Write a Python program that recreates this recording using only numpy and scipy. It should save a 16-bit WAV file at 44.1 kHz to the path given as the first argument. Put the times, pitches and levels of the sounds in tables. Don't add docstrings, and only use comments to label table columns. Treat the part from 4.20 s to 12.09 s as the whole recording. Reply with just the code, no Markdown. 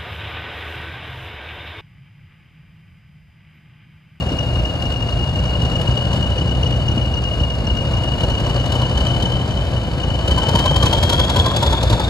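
import sys
import numpy as np
from scipy import signal
from scipy.fft import rfft, irfft, next_fast_len
from scipy.io import wavfile

SR = 44100
rng = np.random.default_rng(int(sys.argv[2]) if len(sys.argv) > 2 else 0)


def generate_wav(signal):
    frames = np.transpose(np.atleast_2d(signal))
    scaled = np.clip(frames, -1, 1) * 32767
    pcm = np.round(scaled).astype(np.int16)
    wavfile.write(sys.argv[1], SR, pcm)


N = 347949
TIME = np.arange(N) / SR
TOP_HZ = 15900

# t/s, speed/rpm
CRANK_SPEED = [(0.0, 453.7), (0.9, 446.0), (2.15, 482.4), (2.45, 480.8), (3.3, 448.1), (3.8, 448.6),
               (4.75, 478.4), (5.2, 479.0), (5.95, 431.5), (6.3, 430.3), (6.9, 451.6), (7.89, 448.4)]
# chuff/dB, turbine gust/dB, thump/dB, lag through the pipe/ms
CYLINDERS = [(-5, -4.5, -1, 0.5), (-10.5, -14.5, -2, -1), (-9, -16, 0.5, 6), (-6, -15.5, -2, -2.5),
             (-4, 0.5, -6, 0), (-5.5, -19, 2, -3), (-3.5, 0, -2.5, -0.5), (-9, -5.5, 1, -5.5),
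             (-11.5, -13, 0.5, 0), (-3.5, -12, -0.5, -3), (-2, 0, -2, -.5), (-12, -3.5, 0.5, 0),
             (-7.5, -4, -1.5, 4), (-6.5, -4.5, -3.5, -1), (-18, -14, -3.5, 4), (-3.5, -6, 0, -2)]
# t/s, level/dB
PIPE_BOOM = [(0, -21.5), (.7, -22.5), (1.2, -20), (2.2, -19.5), (3.05, -21.5), (3.5, -20), (4.4, -20.5),
             (4.95, -20), (5.3, -21), (5.65, -21), (6.3, -20), (7.05, -19.5), (7.89, -21)]


def amp(db):
    return 10 ** (np.asarray(db) / 20)


def unit(x):
    return x / np.sqrt(np.mean(x ** 2) + 1e-20)


def curve(rows):
    return np.interp(TIME, *np.transpose(rows))


def read(points, hz):
    f, value = np.transpose(points)
    return np.interp(np.log(hz + 1), np.log(f + 1), value)


def colour(x, points, size=8192):
    log_gain = np.log(amp(read(points, abs(np.fft.fftfreq(size, 1 / SR)))))
    taps = np.fft.ifft(np.exp(np.conj(signal.hilbert(log_gain)))).real[:size // 2]
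    return signal.oaconvolve(x, taps[None], axes=1)[:, :N]


def band(x, lo_hz, hi_hz):
    return signal.sosfilt(signal.butter(2, [lo_hz, hi_hz], btype="band", fs=SR, output="sos"), x)


def wander(rate_hz):
    knots = rng.standard_normal(N // 20)
    return unit(np.interp(TIME * rate_hz, np.arange(len(knots)), knots))


def noise():
    return rng.standard_normal((2, N))


def puff(t, rise_s, order=4):
    u = np.maximum(t, 0) / rise_s
    return (u * np.exp(1 - u)) ** order


def gusts(impulses, rise_s, steady, order=4):
    return unit(steady + signal.oaconvolve(impulses, puff(TIME[:SR // 8], rise_s, order))[:N])


def count_firings(start=14.76):
    revolutions = np.cumsum(curve(CRANK_SPEED) / 60) / SR
    return start + revolutions * len(CYLINDERS) / 2


def valve_kicks(firings, column, scatter_db, jitter_ms):
    at = np.flatnonzero(np.diff(np.floor(firings)))
    size, slip = rng.standard_normal((len(at), 2)).T
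    cylinder = np.array(CYLINDERS)[firings[at + 1].astype(int) % len(CYLINDERS)]
    lag = (cylinder[:, 3] + slip * jitter_ms) * SR / 1000
    out = np.zeros(N)
    out[np.clip(at + lag.astype(int), 0, N - 1)] = amp(cylinder[:, column] + scatter_db * size)
    return out


def machinery(rush_db=-32, whine_db=-41, whine_hz=501):
    # f/Hz, level/dB
    grille_eq = [(30, -32), (120, -11.5), (300, 0), (430, -9), (520, 0.5), (660, 3.5), (900, -9),
                 (1600, -12), (1900, -17.5), (2300, -12), (3500, -17), (4400, -19.5), (6500, -30.5),
                 (12000, -35.5), (16000, -64)]
    out = amp(rush_db + wander(10)) * unit(colour(noise(), grille_eq))
    out[0] += amp(whine_db) * unit(np.sin(2 * np.pi * whine_hz * TIME + 1.27 * wander(3)))
    return out


def knocks(t60_s=0.083, overtone=1.243, overtone_db=-5):
    # t/s, f/Hz, level/dB
    bumps = [(.118, 273, -14.5), (2.772, 230, -13.5), (4.034, 515, -17), (6.345, 176, -7.5)]
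    out = np.zeros((2, N))
    t = TIME[:SR // 4]
    for s, hz, db in bumps:
        ring = np.sin(2 * np.pi * hz * t) + amp(overtone_db) * np.sin(2 * np.pi * hz * overtone * t)
        out[0, int(s * SR):][:len(t)] += ring * amp(db) * np.exp(-np.log(1000) * t / t60_s)
    return out


def drone(firings, waver_db=1.66, waver_rad=0.61, pipe_hz=122.6, pipe_width_hz=3.2, pipe_db=6):
    # vibrations per engine cycle, level/dB relative to the boom
    orders = [(16, -5), (24, -14.5), (31, -9), (44, -18.5)]
    cycle_phase = 2 * np.pi * firings / len(CYLINDERS)
    cycle_hz = curve(CRANK_SPEED) / 60 / 2
    notes = np.zeros(N)
    for k, db in orders:
        in_tune = np.exp(-((k * cycle_hz - pipe_hz) / pipe_width_hz) ** 2)
        gain = amp(db + pipe_db * in_tune + waver_db * wander(3.416))
        notes += gain * np.sin(k * cycle_phase + waver_rad * wander(5))
    return np.sqrt(2) * np.outer([1, 0], notes * amp(curve(PIPE_BOOM)))


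def turbine_flow(firings, delay_s=0.0058, width_s=0.00567, steady=0.251):
    t = np.arange(-SR // 20, SR // 20) / SR
    swell = np.exp(-((t - delay_s) / width_s) ** 2)
    kicks = valve_kicks(firings, column=1, scatter_db=1.5, jitter_ms=1.0)
    return unit(steady + signal.oaconvolve(kicks, swell, "same"))


def smear(tone, spread_hz):
    lowpass = signal.butter(3, spread_hz, fs=SR, output="sos")
    return unit((tone * signal.sosfilt(lowpass, noise() + 1j * noise())).real)


def turbo(firings, breath_db=-2.5, surge_hz=5):
    # t/s, f/Hz
    blade_note = [(0, 2868), (.75, 2855), (1.3, 2882), (2.2, 2934), (3.45, 2868), (4.2, 2924), (5, 3026),
                  (5.5, 3024), (5.9, 2962), (6.55, 3106), (7.1, 3325), (7.89, 3590)]
    # t/s, level/dB
    whistle_level = [(0, -30), (.9, -29.5), (1.9, -28), (3.4, -29.5), (4.9, -26), (5.7, -34), (6.35, -21.5),
                     (7.1, -21.5), (7.6, -26.5), (7.89, -32)]
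    flow, pitch = turbine_flow(firings), curve(blade_note)
    boost = (pitch - pitch.min()) / np.ptp(pitch)
    tone = np.exp(2j * np.pi * np.cumsum(pitch + surge_hz * (flow - 1)) / SR)
    breath = amp(breath_db) * smear(tone, spread_hz=45)
    fuzz = amp(-7 + 12 * boost) * smear(tone, spread_hz=150)
    flutter_hz = 21 * (1 + 2 * boost) * np.array([wander(90), wander(90)])
    fluttering = tone * np.exp(2j * np.pi * np.cumsum(flutter_hz, axis=1) / SR)
    core = 1.9 * (1 - .7 * boost) * unit(fluttering.real * [[1], [.85]])
    octave = unit(smear(tone ** 2, spread_hz=115) + .5 * unit((fluttering ** 2).real))
    chirps = amp(-20 - 4 * boost) * octave * flow
    return amp(curve(whistle_level)) * flow * unit(breath + fuzz + core + chirps)


def throb(firings, churn_db=-2):
    # f/Hz, level/dB
    pipe_eq = [(20, -43), (32, -15.5), (48, -6), (62, 4), (95, -5.5), (125, -3), (190, -11.5), (300, -19.5),
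               (430, -27), (800, -32), (2000, -61.5), (6000, -95)]
    pulses = valve_kicks(firings, column=2, scatter_db=2.0, jitter_ms=1.526)
    gas = amp(churn_db) * noise() * gusts(pulses, rise_s=0.0069, steady=0.52)
    gas[0] += unit(pulses - pulses.mean())
    return amp(curve(PIPE_BOOM)) * unit(colour(gas, pipe_eq))


def chuffs(firings, roar_db=-32, hiss_db=-44, sing_db=-7, effort_cap_db=7):
    # f/Hz, level/dB
    chuff_eq = [(110, -20.5), (250, -0.5), (420, -5), (540, -1.5), (680, -6.5), (1000, -7.5), (1350, -15),
                (1550, -11.5), (2000, -20), (3500, -12), (4400, -18), (5400, -22), (7500, -24.5),
                (12000, -38.5), (15500, -42)]
    # t/s, effort/dB above light running
    effort = [(0, -1), (.8, 0), (1.85, 3), (2.8, -1), (3.5, 0.2), (4.1, 3.5), (4.9, 5), (5.55, 0.5),
              (5.95, 2.5), (6.3, 9), (6.8, 17), (7.4, 14), (7.89, 11.5)]
    effort_db = np.minimum(curve(effort), effort_cap_db)
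    beats = valve_kicks(firings, column=0, scatter_db=1.5, jitter_ms=0.4)
    rush = noise() * gusts(beats, rise_s=0.0075, steady=0.55, order=2)
    jet = noise() * gusts(beats, rise_s=0.0055, steady=0.36, order=3)
    roar = unit(band(colour(rush, chuff_eq), 215, 2420))
    hiss = unit(band(colour(jet, chuff_eq), 1950, TOP_HZ))
    sing = amp(sing_db) * unit(band(jet, 3810, 4680))
    return roar * amp(roar_db + effort_db) + (hiss + sing) * amp(hiss_db + effort_db)


def stack_ring(t, note_hz, spread=0.026, rise_s=0.022, gain_db=1):
    # multiple of its note, level/dB
    stack_modes = [(0.589, -11), (0.801, -13), (1, 0.5), (1.09, -8), (1.52, -9.5)]
    multiple, db = np.transpose(stack_modes)
    detune = spread * rng.standard_normal(len(db)) * (db < db.max())
    cycles = np.outer(t, note_hz * multiple * (1 + detune)) + rng.random(len(db))
    ring = np.sin(2 * np.pi * cycles) @ amp(db)
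    return amp(gain_db) * unit(ring) * puff(t, rise_s, order=7)


def barks(rise_s=0.02, trail_db=-17, body_db=-5, punch_db=-1, bore_db=-3):
    # t/s, crack/dB, stack ring/dB, ring f/Hz, thud/dB, thud f/Hz
    accents = [(0.624, -37, -47, 855, -30, 165), (0.727, -41, -42, 900, -30, 60),
               (1.424, -35, -40, 990, -20, 115), (1.455, -44, -42, 865, -30, 70),
               (1.617, -31, -35, 850, -28, 75), (1.778, -39, -38, 920, -30, 60),
               (1.935, -32, -34, 987, -30, 136), (1.963, -38, -37, 920, -30, 65),
               (3.714, -42, -42, 1123, -23, 120), (3.838, -36, -38, 850, -34, 135),
               (4.009, -34, -42, 1005, -30, 60), (4.038, -35, -36, 850, -10.5, 65),
               (4.103, -34, -38, 907, -32, 121), (4.203, -33.5, -39, 1015, -32, 65),
               (4.267, -39, -42, 1065, -28, 151), (4.299, -37, -42, 1080, -30, 65),
               (4.364, -39, -40, 995, -32, 60), (4.462, -33, -42, 895, -30, 110),
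               (4.525, -28.5, -42, 936, -30, 121), (4.554, -38, -34, 924, -32, 125),
               (4.619, -38, -28, 980, -27, 126), (4.78, -33, -34, 885, -36, 110),
               (4.809, -38, -45, 915, -28, 70), (4.871, -35, -40, 925, -30, 55),
               (4.968, -38, -45, 865, -37, 135), (5.029, -30.5, -42, 905, -30, 65),
               (6.082, -27.5, -44, 990, -30, 65), (6.115, -30.5, -30, 893, -9, 65),
               (6.185, -27, -21.5, 1009, -22, 60), (6.237, -33, -25, 845, -32, 110),
               (6.292, -24, -26, 915, -17.5, 135), (6.357, -22, -22, 937, -15, 105),
               (6.394, -27, -31, 966, -22, 70), (6.461, -24.5, -19.5, 1025, -12.5, 105),
               (6.515, -35, -24, 852, -12, 150), (6.565, -22, -30, 1024, -13, 104),
               (6.632, -21.5, -23.5, 1143, -15.5, 113), (6.663, -21.5, -24.5, 1012, -30, 55),
               (6.733, -21, -20.5, 900, -30, 70), (6.783, -30, -42, 880, -18, 55),
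               (6.834, -19, -26.5, 935, -11.5, 85), (6.9, -20, -24.5, 927, -27, 80),
               (6.932, -22.5, -21, 945, -13, 70), (7, -23, -22, 1003, -10, 65),
               (7.047, -32, -45, 1035, -23, 60), (7.101, -22, -24.5, 941, -7.5, 70.4),
               (7.166, -22, -19.5, 990, -21, 110), (7.196, -26, -28.5, 954, -5.5, 70),
               (7.264, -24.5, -21.5, 1042, -30, 60), (7.315, -36, -26, 1035, -32, 135),
               (7.368, -21.5, -31, 876, -19, 95), (7.431, -22.5, -20, 931, -22, 125),
               (7.468, -27, -31, 880, -12, 70), (7.51, -34, -40, 860, -10, 65),
               (7.531, -27, -19, 896, -24, 75), (7.634, -23.5, -28, 860, -16.5, 95),
               (7.704, -25, -44, 925, -8.5, 109), (7.732, -27, -23, 929, -7.5, 69),
               (7.802, -29, -22.5, 856, -23, 70), (7.845, -34, -39, 990, -30, 129)]
    # f/Hz, level/dB
    bark_eq = [(70, -9.5), (170, -3.5), (420, -4.5), (570, -3), (760, -7), (930, 1), (1080, -1),
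               (1270, -13), (1500, -10), (2400, -15.5), (4200, -15.5), (5500, -23.5), (8000, -28),
               (11500, -34.5), (15500, -38.5)]
    t = TIME[:SR // 8]
    crack_shape = np.hypot(puff(t, rise_s, order=18), amp(trail_db) * puff(t, rise_s=0.049, order=3))
    body_shape = puff(t, rise_s, order=5)
    thud_shape = puff(t, rise_s=0.027, order=5)
    crack_env, body_env, tones = np.zeros((3, N))
    for s, crack_db, ring_db, ring_hz, thud_db, thud_hz in accents:
        start = int((s - rise_s) * SR)
        span, length = slice(start, start + len(t)), min(len(t), N - start)
        thud = np.cos(2 * np.pi * thud_hz * (t - rise_s)) * thud_shape
        bore_hz = 560 * (1 + 0.052 * rng.standard_normal())
        bore = np.sin(2 * np.pi * (bore_hz * t + rng.random())) * body_shape
        ring = amp(ring_db) * stack_ring(t, ring_hz)
        crack_env[span] += amp(crack_db) * crack_shape[:length]
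        body_env[span] += amp(ring_db + body_db) * body_shape[:length]
        tones[span] += (ring + amp(crack_db + bore_db) * bore + amp(thud_db) * thud)[:length]
    gas = colour(noise(), bark_eq)
    blast = unit(band(gas, 2660, TOP_HZ)) + amp(punch_db) * unit(band(gas, 130, 830))
    body = unit(band(gas, 410, 1500))
    return crack_env * blast + body_env * body + np.outer([1, 0], tones)


def echoed(x):
    # delay/ms, level/dB
    echoes = [(3.1, -30.5), (5.3, -22), (8.7, -17.5), (23, -13)]
    out = x.copy()
    for ms, db in echoes:
        lag = int(ms * SR / 1000)
        out[:, lag:] += amp(db) * x[:, :N - lag]
    return out


def stereo_image(pair):
    # f/Hz, left minus right/dB
    balance = [(60, -1.3), (125, 2.5), (220, 1.5), (480, 1.5), (740, 4.5), (1000, 2), (1800, -0.3),
               (2300, 2), (2900, 7.5), (3600, 2.5), (4500, -1.5), (6000, 4.5), (8000, 0)]
    # f/Hz, likeness (0 to 1)
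    likeness = [(60, .93), (125, .86), (250, .88), (700, .82), (1500, .85), (2200, .62), (2900, .84),
                (4400, .84), (5500, .62), (7000, .88), (12000, .86)]
    # f/Hz, phase/rad
    left_lead = [(0, 0), (230, .05), (600, .5), (1300, 1), (2100, 1.9), (3100, 2.5), (3550, 3.5),
                 (3750, 5.5), (4600, 6.4), (5900, 8), (6800, 6.4), (7500, 6), (8800, 3.2), (10600, .2),
                 (12700, -2.5)]
    size = next_fast_len(N + SR // 100)
    hz = np.fft.rfftfreq(size, 1 / SR)
    same, tilt = read(likeness, hz), amp(read(balance, hz))
    direct, scattered = rfft(pair, size) * np.sqrt([(1 + same) / 2, (1 - same) / 2])
    left = (direct + scattered) * tilt * np.exp(1j * read(left_lead, hz))
    right = direct - scattered
    equal_power = np.sqrt(2 / (1 + tilt ** 2))
    return irfft(np.array([left, right]) * equal_power, size)[:, :N]


def scene():
    firings = count_firings()
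    exhaust = throb(firings) + drone(firings) + echoed(chuffs(firings) + barks())
    return stereo_image(exhaust + turbo(firings) + machinery() + knocks())


def record(dry, knee=0.7):
    over = np.maximum(abs(dry) - knee, 0)
    rounded = dry - np.sign(dry) * (over - (1 - knee) * np.tanh(over / (1 - knee)))
    lowpass = signal.firwin(511, TOP_HZ, window=("kaiser", 9), fs=SR)
    return signal.oaconvolve(rounded, lowpass[None], "same", axes=1)


dry = scene()
out = record(dry)
generate_wav(out)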